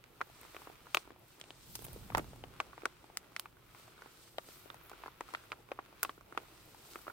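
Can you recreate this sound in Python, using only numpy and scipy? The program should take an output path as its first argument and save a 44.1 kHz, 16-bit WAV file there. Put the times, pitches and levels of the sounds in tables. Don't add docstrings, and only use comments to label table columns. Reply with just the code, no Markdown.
import sys
import numpy as np
from scipy import signal
from scipy.fft import rfft, irfft, next_fast_len
from scipy.io import wavfile
from scipy.ndimage import map_coordinates

SR = 44100
rng = np.random.default_rng(int(sys.argv[2]) if len(sys.argv) > 2 else 0)


def bounce(signal):
    frames = np.transpose(np.atleast_2d(signal))
    limited = np.clip(frames, -1, 1)
    pcm = np.round(limited * 32767).astype(np.int16)
    wavfile.write(sys.argv[1], SR, pcm)


N = 313992

# (time [s], main patch pitch [Hz], small patch pitch [Hz], energy of thump [dB],
# of main patch [dB], of small patches [dB], of crease edge [dB], of tick [dB], left over right [dB])
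SNAPS = [(.0399, 1540, 2310, -41, -39, -34.5, -40, -48.5, -7),
         (.2073, 1010, 2320, -28, -19, -31, -50, -54, 3),
         (.2135, 1355, 1830, -23.5, -9, -17.5, -34, -39, -0.5),
         (.413, 1140, 2380, -40, -44, -45, -43, -31, 4.5), (.4321, 1020, 2080, -43, -35, -35, -47, -41, 1),
         (.4504, 1140, 1840, -36, -30, -41, -49, -55, -3), (.5466, 610, 1910, -34, -29, -30, -53, -47, 0),
         (.5654, 1160, 2460, -30, -24, -25, -43, -43, 1), (.6189, 1040, 2160, -54, -28, -43, -44, -43, -2),
         (.6722, 970, 2370, -28, -27, -40.5, -56, -56, -4),
         (.699, 750, 2100, -32.5, -30.5, -46, -58, -57, -5), (.8691, 970, 1810, -54, -29, -47, -60, -60, 1),
         (.9468, 1207, 2620, -41, -5.5, -2.5, -13, -16, 1),
         (.9519, 1170, 2500, -23, -41, -38, -28, -22, -1), (.9709, 1080, 2580, -22, -10, -6, -22, -21, 0.5),
         (1.0756, 920, 2190, -31, -33, -54, -50, -60, -3),
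         (1.1052, 1080, 1790, -29, -32.5, -37, -58, -55, 2),
         (1.3994, 1730, 1890, -42, -43, -48, -39, -35.5, 0),
         (1.4129, 624, 3320, -42, -35, -22.5, -29.5, -45, -1),
         (1.4398, 650, 2800, -50, -35, -34, -40, -55, 0),
         (1.5055, 806, 3070, -33, -31, -24.5, -41, -49, 0.5),
         (1.7914, 790, 3300, -30, -36, -38, -36, -38, -7),
         (1.8216, 604, 2190, -44, -32, -40, -44, -31, -3.5),
         (1.8661, 610, 2170, -49, -31, -36, -39, -32, -5),
         (1.8834, 600, 3060, -28.5, -34, -38, -40, -48, 2),
         (1.9308, 680, 3320, -52, -38, -41, -47, -29, -3), (1.962, 610, 3680, -23, -35, -53, -59.5, -52, 1),
         (2.1022, 730, 2110, -47, -23, -28, -52, -54, 3), (2.1214, 1160, 2190, -34, -26, -52, -57, -54, 2),
         (2.149, 910, 2070, -21, -3.5, -9, -23, -28, -3.5),
         (2.1939, 730, 2280, -36, -24, -22.5, -54, -54, -3),
         (2.2439, 870, 3840, -48, -33, -42, -44.5, -55, -2),
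         (2.3329, 615, 3080, -38, -29, -44, -59.5, -59, 2), (2.4385, 770, 2950, -27, -23, -26, -54, -59, 3),
         (2.602, 1150, 2490, -34, -8.5, -10.5, -27, -57, 1.5),
         (2.6115, 1120, 1850, -33, -32, -48, -37, -50, -2.5),
         (2.7315, 1150, 2590, -53, -27, -53, -59, -59, -2),
         (2.779, 950, 2140, -30, -25.5, -34.5, -47, -58, 2.5),
         (2.8196, 1350, 2390, -47, -31, -37, -58, -56, -8),
         (2.8345, 1280, 2060, -20, -34, -40, -58, -60, -2),
         (2.8557, 1420, 2270, -19, -6.5, -14.5, -18, -28, 0.5),
         (3.0421, 815, 2380, -37, -33, -42, -48, -60, -3), (3.1, 815, 2360, -39, -33, -45, -59, -65, 2),
         (3.1717, 1320, 2050, -50.5, -25, -19, -12, -19, -0.5),
         (3.364, 1410, 2100, -59, -23.5, -14, -20.5, -32, -1),
         (3.3961, 1100, 3100, -62, -25.5, -21.5, -19.5, -15.5, .5),
         (3.4574, 1170, 2450, -57, -23, -30.5, -52, -50, 2),
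         (3.7483, 1050, 2090, -48, -31.5, -41, -48, -54, 0),
         (3.8788, 1070, 1810, -42, -35.5, -53, -57, -57, -1),
         (4.0208, 1460, 1980, -38, -27, -39, -40, -58, 0), (4.06, 895, 2300, -33.5, -30, -44, -57, -57, -4),
         (4.3834, 640, 3220, -50, -12.5, -18, -31, -35, 2),
         (4.4883, 603, 2130, -34, -35, -47, -38, -48, 3.5),
         (4.6583, 616, 2540, -33.5, -36, -47, -64, -50, 8),
         (4.7016, 1260, 3500, -40, -22, -26.5, -46, -48, -4),
         (4.7437, 795, 1830, -57, -30, -37, -39, -37, 4), (4.8967, 1210, 3210, -47, -34, -41, -35, -37, 0),
         (4.9157, 800, 2380, -33, -26, -35, -44, -47, -1),
         (4.933, 1440, 1810, -30.5, -29.5, -49, -56, -56, -3),
         (5.037, 980, 1790, -42, -21.5, -30, -53, -54, 1), (5.0607, 1020, 1820, -28, -20, -39, -52, -57, 0),
         (5.0802, 1020, 2050, -35, -22, -42, -51, -49, 0),
         (5.2082, 980, 1950, -21.5, -16, -23.5, -29, -40, 1),
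         (5.2885, 1250, 1970, -42, -28, -54, -48, -56, -3),
         (5.3378, 1040, 1990, -32, -21, -29, -35.5, -41, 6.5),
         (5.3487, 1360, 1940, -41, -16, -13, -37, -49, -3),
         (5.519, 1200, 2420, -31, -18.5, -15, -35, -40, 1.5),
         (5.528, 1310, 1800, -50, -20, -41, -47.5, -49, -1),
         (5.717, 540, 2430, -29, -13.5, -22.5, -42, -46, 1.5),
         (5.7898, 1120, 1830, -25, -15, -50, -53, -55, -1.5),
         (6.0307, 1470, 2130, -29, -10.5, -13.5, -11.5, -5.5, 3),
         (6.036, 1050, 1810, -28, -37, -22, -24, -37, -4),
         (6.0493, 1110, 2660, -29, -13, -19.5, -33, -32, 0.5),
         (6.094, 1150, 3220, -28, -16.5, -27, -44, -42, 0.5),
         (6.1787, 1350, 1810, -32, -36, -58, -62, -61, -3),
         (6.2098, 1100, 2160, -49, -34.5, -40, -46, -48, -4),
         (6.3246, 1350, 1930, -27.5, -25, -38, -46, -52, -1),
         (6.3497, 810, 2410, -47, -29, -53, -59, -57, 6), (6.3758, 1200, 2510, -17, -8, -16, -30, -32, -1),
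         (6.7464, 850, 2470, -49, -32, -46, -56, -45, 3), (6.9347, 1380, 2840, -38, -43, -40, -34, -39, 0),
         (6.9573, 1280, 2310, -25, -19.5, -26.5, -44, -37, 0),
         (6.9894, 1430, 4220, -45, -33, -56, -48, -41, -1),
         (7.0685, 1170, 2300, -29, -24, -43, -58, -54, -3),
         (7.0798, 1320, 2030, -23.5, -19, -30.5, -58, -59, -3),
         (7.0994, 1430, 1810, -44, -22, -45, -58, -61, -4)]
# (lowest pitch [Hz],
# highest pitch [Hz], time to fade 60 dB [s], shiver against ring [dB], shiver's time to fade 60 dB [s])
PATCHES = [(269, 498, 0.02, -6.5, 0.082), (579, 1590, 0.017, -4.5, 0.035),
           (1990, 4080, 0.0066, -10.5, 0.03), (4270, 9150, 0.0041, -18, 0.085),
           (8740, 16300, 0.0038, -7, 0.035)]


def snaps():
    creep_db, creep_s, shiver_rise_s = -24, 0.0014, 0.00038
    out = np.zeros((2, N + SR))
    t = np.arange(SR // 16) / SR
    lead = SR // 250
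    noises = [soft_band_noise(low, high) for low, high, *_ in PATCHES]
    for s, main_hz, small_hz, *energy_db, pan_db in [*SNAPS, *crumples(), *faint_creases()]:
        left_lag_ms = -0.025 + 0.04 * pan_db
        since = t - lead / SR - .0005 - np.array([[1], [-1]]) * left_lag_ms / 2000
        after, before = np.maximum(since, 0), np.maximum(-since, 0)
        start = round(s * SR) - lead
        span = slice(start, start + len(t))
        side_gain = np.array([[pan_db], [-pan_db]]) / 2
        way = rng.choice([-1, 1])
        leaders = (None, main_hz, small_hz, None, None)
        for patch, leader_hz, noise, db in zip(PATCHES, leaders, noises, energy_db):
            _, _, _, shiver_db, shiver_t60 = patch
            ring = way * patch_ring(patch, leader_hz, since)
            swell = amp(-60 * after / shiver_t60) * (1 - np.exp(-after / shiver_rise_s))
            creep = np.exp(-before / creep_s) * (before > 0)
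            sound = unit(ring)
            sound += amp(shiver_db) * unit(noise[:, span] * swell)
            sound += amp(creep_db) * unit(noise[:, span] * creep)
            out[:, span] += sound * amp(db + side_gain) / np.sqrt(len(t))
    high_pass = signal.butter(4, 250, "high", fs=SR, output="sos")
    return signal.sosfilt(high_pass, out[:, :N])


def patch_ring(patch, leader_hz, since, apart_s=.00003, rise_cycles=0.49):
    low, high, t60, *_ = patch
    after, before = np.maximum(since, 0), np.maximum(-since, 0)
    hz = low * (high / low) ** ((np.arange(5) + rng.random(5)) / 5)
    strength = amp(rng.normal(0, 3.36, size=(5, 2, 1)))
    if leader_hz is not None:
        hz[2] = leader_hz
        strength *= amp(-13 * np.abs(np.log2(hz / hz[2])))[:, None, None]
        strength[2] = 2.7
    path = rng.normal(0, apart_s, size=(5, 2, 1))
    tones = np.cos(2 * np.pi * hz[:, None, None] * (since + path) - .3)
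    fade = amp(-60 * after / t60)
    rise = np.exp(-(before * low / rise_cycles) ** 2)
    return np.sum(strength * tones, axis=0) * fade * rise


def soft_band_noise(low, high):
    noise = rng.standard_normal((2, N + SR))
    return filtered(noise, lambda hz: 1 / (1 + (low / (hz + 1)) ** 4 + (hz / high) ** 4))


# (start [s], length [s], energy of thump [dB], of main patch [dB],
# of small patches [dB], of crease edge [dB], of tick [dB])
CRUMPLES = [(1.752, 0.0053, -38.5, -33, -29.5, -18.5, -21), (1.842, 0.0097, -36, -38, -30.5, -37, -22.5),
            (2.169, .013, -34, -12.5, -29, -21, -22), (2.173, 0.026, -15, -21, -34, -45, -44)]


def crumples(count=7):
    rows = []
    for s, length, *energy_db in CRUMPLES:
        for when, main, small, size, pan in rng.random((count, 5)):
            share_db = np.add(energy_db, 9 * (size - .5) - 10 * np.log10(count))
            main_hz, small_hz = 650 + 700 * main, 1900 + 2000 * small
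            rows.append((s + length * when, main_hz, small_hz, *share_db, 5 * (pan - .5)))
    return rows


# (thump [dB], main patch [dB], small patches [dB],
# crease edge [dB], tick [dB])
FAINT_ENERGY = (-45, -40, -48, -56, -54)


def faint_creases(count=70, scatter_db=4):
    share = np.cumsum(amp(curves(BEND)[0]))
    when, main, small = rng.random((count, 3)).T
    scatter = rng.standard_normal((count, 6))
    s = np.interp(when, share / share[-1], np.arange(N) / SR).clip(.01)
    energy_db = FAINT_ENERGY + scatter_db * scatter[:, :5]
    pan_db = 4 * scatter[:, 5] - 1.5
    return np.c_[s, 600 + 950 * main, 1800 + 2000 * small, energy_db, pan_db]


# (time [s], level [dB])
BEND = [(0, -71), (.2, -67), (.45, -61), (.63, -61), (.8, -64), (1.05, -63.5), (1.19, -71.5), (1.44, -66),
        (1.75, -71), (1.89, -65.5), (2.16, -63), (2.43, -68), (2.55, -63), (2.88, -63), (3.0, -67.5),
        (3.42, -66), (3.53, -74), (3.78, -62), (3.88, -65), (4.05, -61.5), (4.32, -73), (4.5, -64),
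        (4.75, -64), (5.04, -59.5), (5.17, -65.5), (5.34, -58), (5.65, -70), (5.85, -65), (6.05, -63),
        (6.21, -73), (6.39, -61.5), (6.7, -67), (6.93, -64), (7.12, -63)]
# (frequency [Hz], level per Hz [dB])
RUSTLE = [(600, -26.5), (1000, -5.5), (1380, -3.5), (1700, -10.5), (2400, -8.5), (3000, -12), (3800, -13.5),
          (7000, -24)]


def rustle():
    level_db, = curves(BEND)
    return amp(level_db) * grainy(RUSTLE, spiky_db=3.0, clump_db=0.0, clump_rate=71)


# (frequency [Hz], level per Hz [dB])
DULL = [(180, -14.5), (340, 1.5), (550, -4), (850, -5), (1500, -25)]


def slack_folds(mean_db=-67, follows=0.29, flap_db=-14):
    bend_db, = curves(BEND)
    draught_db, = curves(DRAUGHT)
    bending = amp(mean_db + follows * (bend_db - bend_db.mean()))
    flapping = amp(draught_db + flap_db)
    return (bending + flapping) * grainy(DULL, spiky_db=3.0, clump_db=2.0, clump_rate=27)


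# (time [s], whisper level [dB], level of its thin top [dB])
SLIDE = [(0, -87, -79), (.18, -74, -73), (.38, -65.5, -71), (.6, -64.5, -64.5), (.81, -74, -75),
         (.99, -58, -67), (1.12, -90, -84), (1.3, -67, -69), (1.5, -68, -82), (1.73, -60, -56.5),
         (1.89, -61, -60), (2.07, -65.5, -65.5), (2.2, -70, -70), (2.3, -65, -72), (2.45, -75, -78),
         (2.85, -71.5, -81), (3.0, -73, -79), (3.3, -78, -78), (3.42, -68, -68), (3.53, -80, -78),
         (3.69, -75, -75), (3.79, -64, -66), (3.97, -73, -77), (4.23, -63, -68), (4.36, -69.5, -72),
         (4.52, -59.5, -59.5), (4.77, -77, -71), (4.87, -86, -63), (4.96, -72, -73), (5.12, -85.5, -73),
         (5.3, -66, -71), (5.6, -78, -77), (5.92, -88, -78), (6.05, -63, -68), (6.24, -81, -77),
         (6.45, -68.5, -71), (6.75, -66, -68), (6.93, -59, -60.5), (7.12, -71, -68)]
# (frequency [Hz], level per Hz [dB])
WHISPER = [(1500, -10), (3800, 1), (5000, 0), (6800, -3), (8600, 1), (10000, -7), (13000, -33)]
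# (frequency [Hz], level per Hz [dB])
THIN = [(6000, -26), (9500, -9), (11000, 3.5), (15000, 6.5), (16000, -3)]


def sliding():
    whisper_db, thin_db = curves(SLIDE)
    whisper = amp(whisper_db) * grainy(WHISPER, spiky_db=-1.0, clump_db=1.3, clump_rate=66)
    thin = amp(thin_db) * grainy(THIN, spiky_db=3.0, clump_db=1.0, clump_rate=61)
    return whisper + thin


# (time [s], level [dB])
DRAUGHT = [(1.55, -81), (1.7, -60), (2.08, -54), (2.18, -43.5), (2.26, -53.5), (2.46, -57), (3, -81.5)]
# (frequency [Hz], level per Hz [dB])
RUMBLE = [(15, -31), (30, -4), (56, 2), (82, -5), (116, 1.5), (160, -4), (280, -10.5), (450, -39)]


def air_rumble(still_air_db=-68):
    draught_db, = curves(DRAUGHT)
    rumble = amp(draught_db) * grainy(RUMBLE, spiky_db=-1.5, clump_db=1.2, clump_rate=20)
    rumble += amp(still_air_db) * grainy(RUMBLE, spiky_db=0, clump_db=0.24, clump_rate=9)

    def uneven_push(hz):
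        level = amp([[-1], [1]] * np.clip(3 - hz / 50, 0, 3))
        timing = np.exp(.4j * np.array([[1], [-1]]) * (hz < 85))
        return level * timing

    return filtered(rumble, uneven_push)


# (frequency [Hz], level per Hz [dB])
HALL = [(100, -14), (300, 0), (900, 1.5), (3000, 0), (7700, -20), (12000, -11), (16000, -9.5)]
# (pitch [Hz], width [Hz], level [dB])
HUM = [(54.5, 7.9, -89), (116.9, 3.3, -79.5), (359.3, 10.5, -79.5)]


def hall():
    out = amp(-72.5) * spread(rng.standard_normal((2, N)), lambda hz: amp(along(HALL, hz)))
    for pitch, width, db in HUM:
        peak = lambda hz: 1 / (1 + ((hz - pitch) / width * 2) ** 2)
        out += amp(db) * spread(rng.standard_normal((2, N)), peak)
    return out


def grainy(spectrum, spiky_db, clump_db, clump_rate):
    surges = wobble(clump_rate) + 0.3 * wobble(clump_rate / 5)
    size_db = spiky_db * rng.standard_exponential(N) + clump_db * surges
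    grains = amp(size_db) * rng.standard_normal((2, N))
    return spread(grains, lambda hz: amp(along(spectrum, hz)))


# (frequency [Hz], likeness [0 to 1])
ALIKE = [(60, .9), (130, 0.95), (290, 0.81), (640, 0.31), (1400, 0.46), (3100, 0.17), (7000, 0)]


def spread(pair, gain):
    turn = lambda hz: np.arccos(np.clip(along(ALIKE, hz), -1, 1)) / 2
    mid, side = filtered(pair, lambda hz: gain(hz) * [np.cos(turn(hz)), np.sin(turn(hz))])
    return unit(np.array([mid + side, mid - side]))


def amp(db):
    return 10 ** (np.asarray(db) / 20)


def unit(x):
    return x / np.sqrt(np.mean(x ** 2) + 1e-20)


def along(points, hz):
    f, v = np.transpose(points)
    return np.interp(np.log(hz + 1), np.log(f + 1), v)


def curves(rows):
    s, *columns = np.transpose(rows)
    return [np.interp(np.arange(N) / SR, s, column) for column in columns]


def wobble(rate):
    points = rng.standard_normal(int(N * rate / SR) + 4)
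    return map_coordinates(points, [np.arange(N) * rate / SR])


def filtered(x, response):
    m = next_fast_len(x.shape[-1] + 4096)
    spectrum = rfft(x, m) * response(np.fft.rfftfreq(m, 1 / SR))
    return irfft(spectrum, m)[..., :x.shape[-1]]


def scene():
    handling = rustle() + slack_folds() + sliding() + air_rumble()
    return snaps() + handling + hall()


def record(dry, top_hz=15900):
    return filtered(dry, lambda hz: hz < top_hz)


dry = scene()
out = record(dry)
bounce(out)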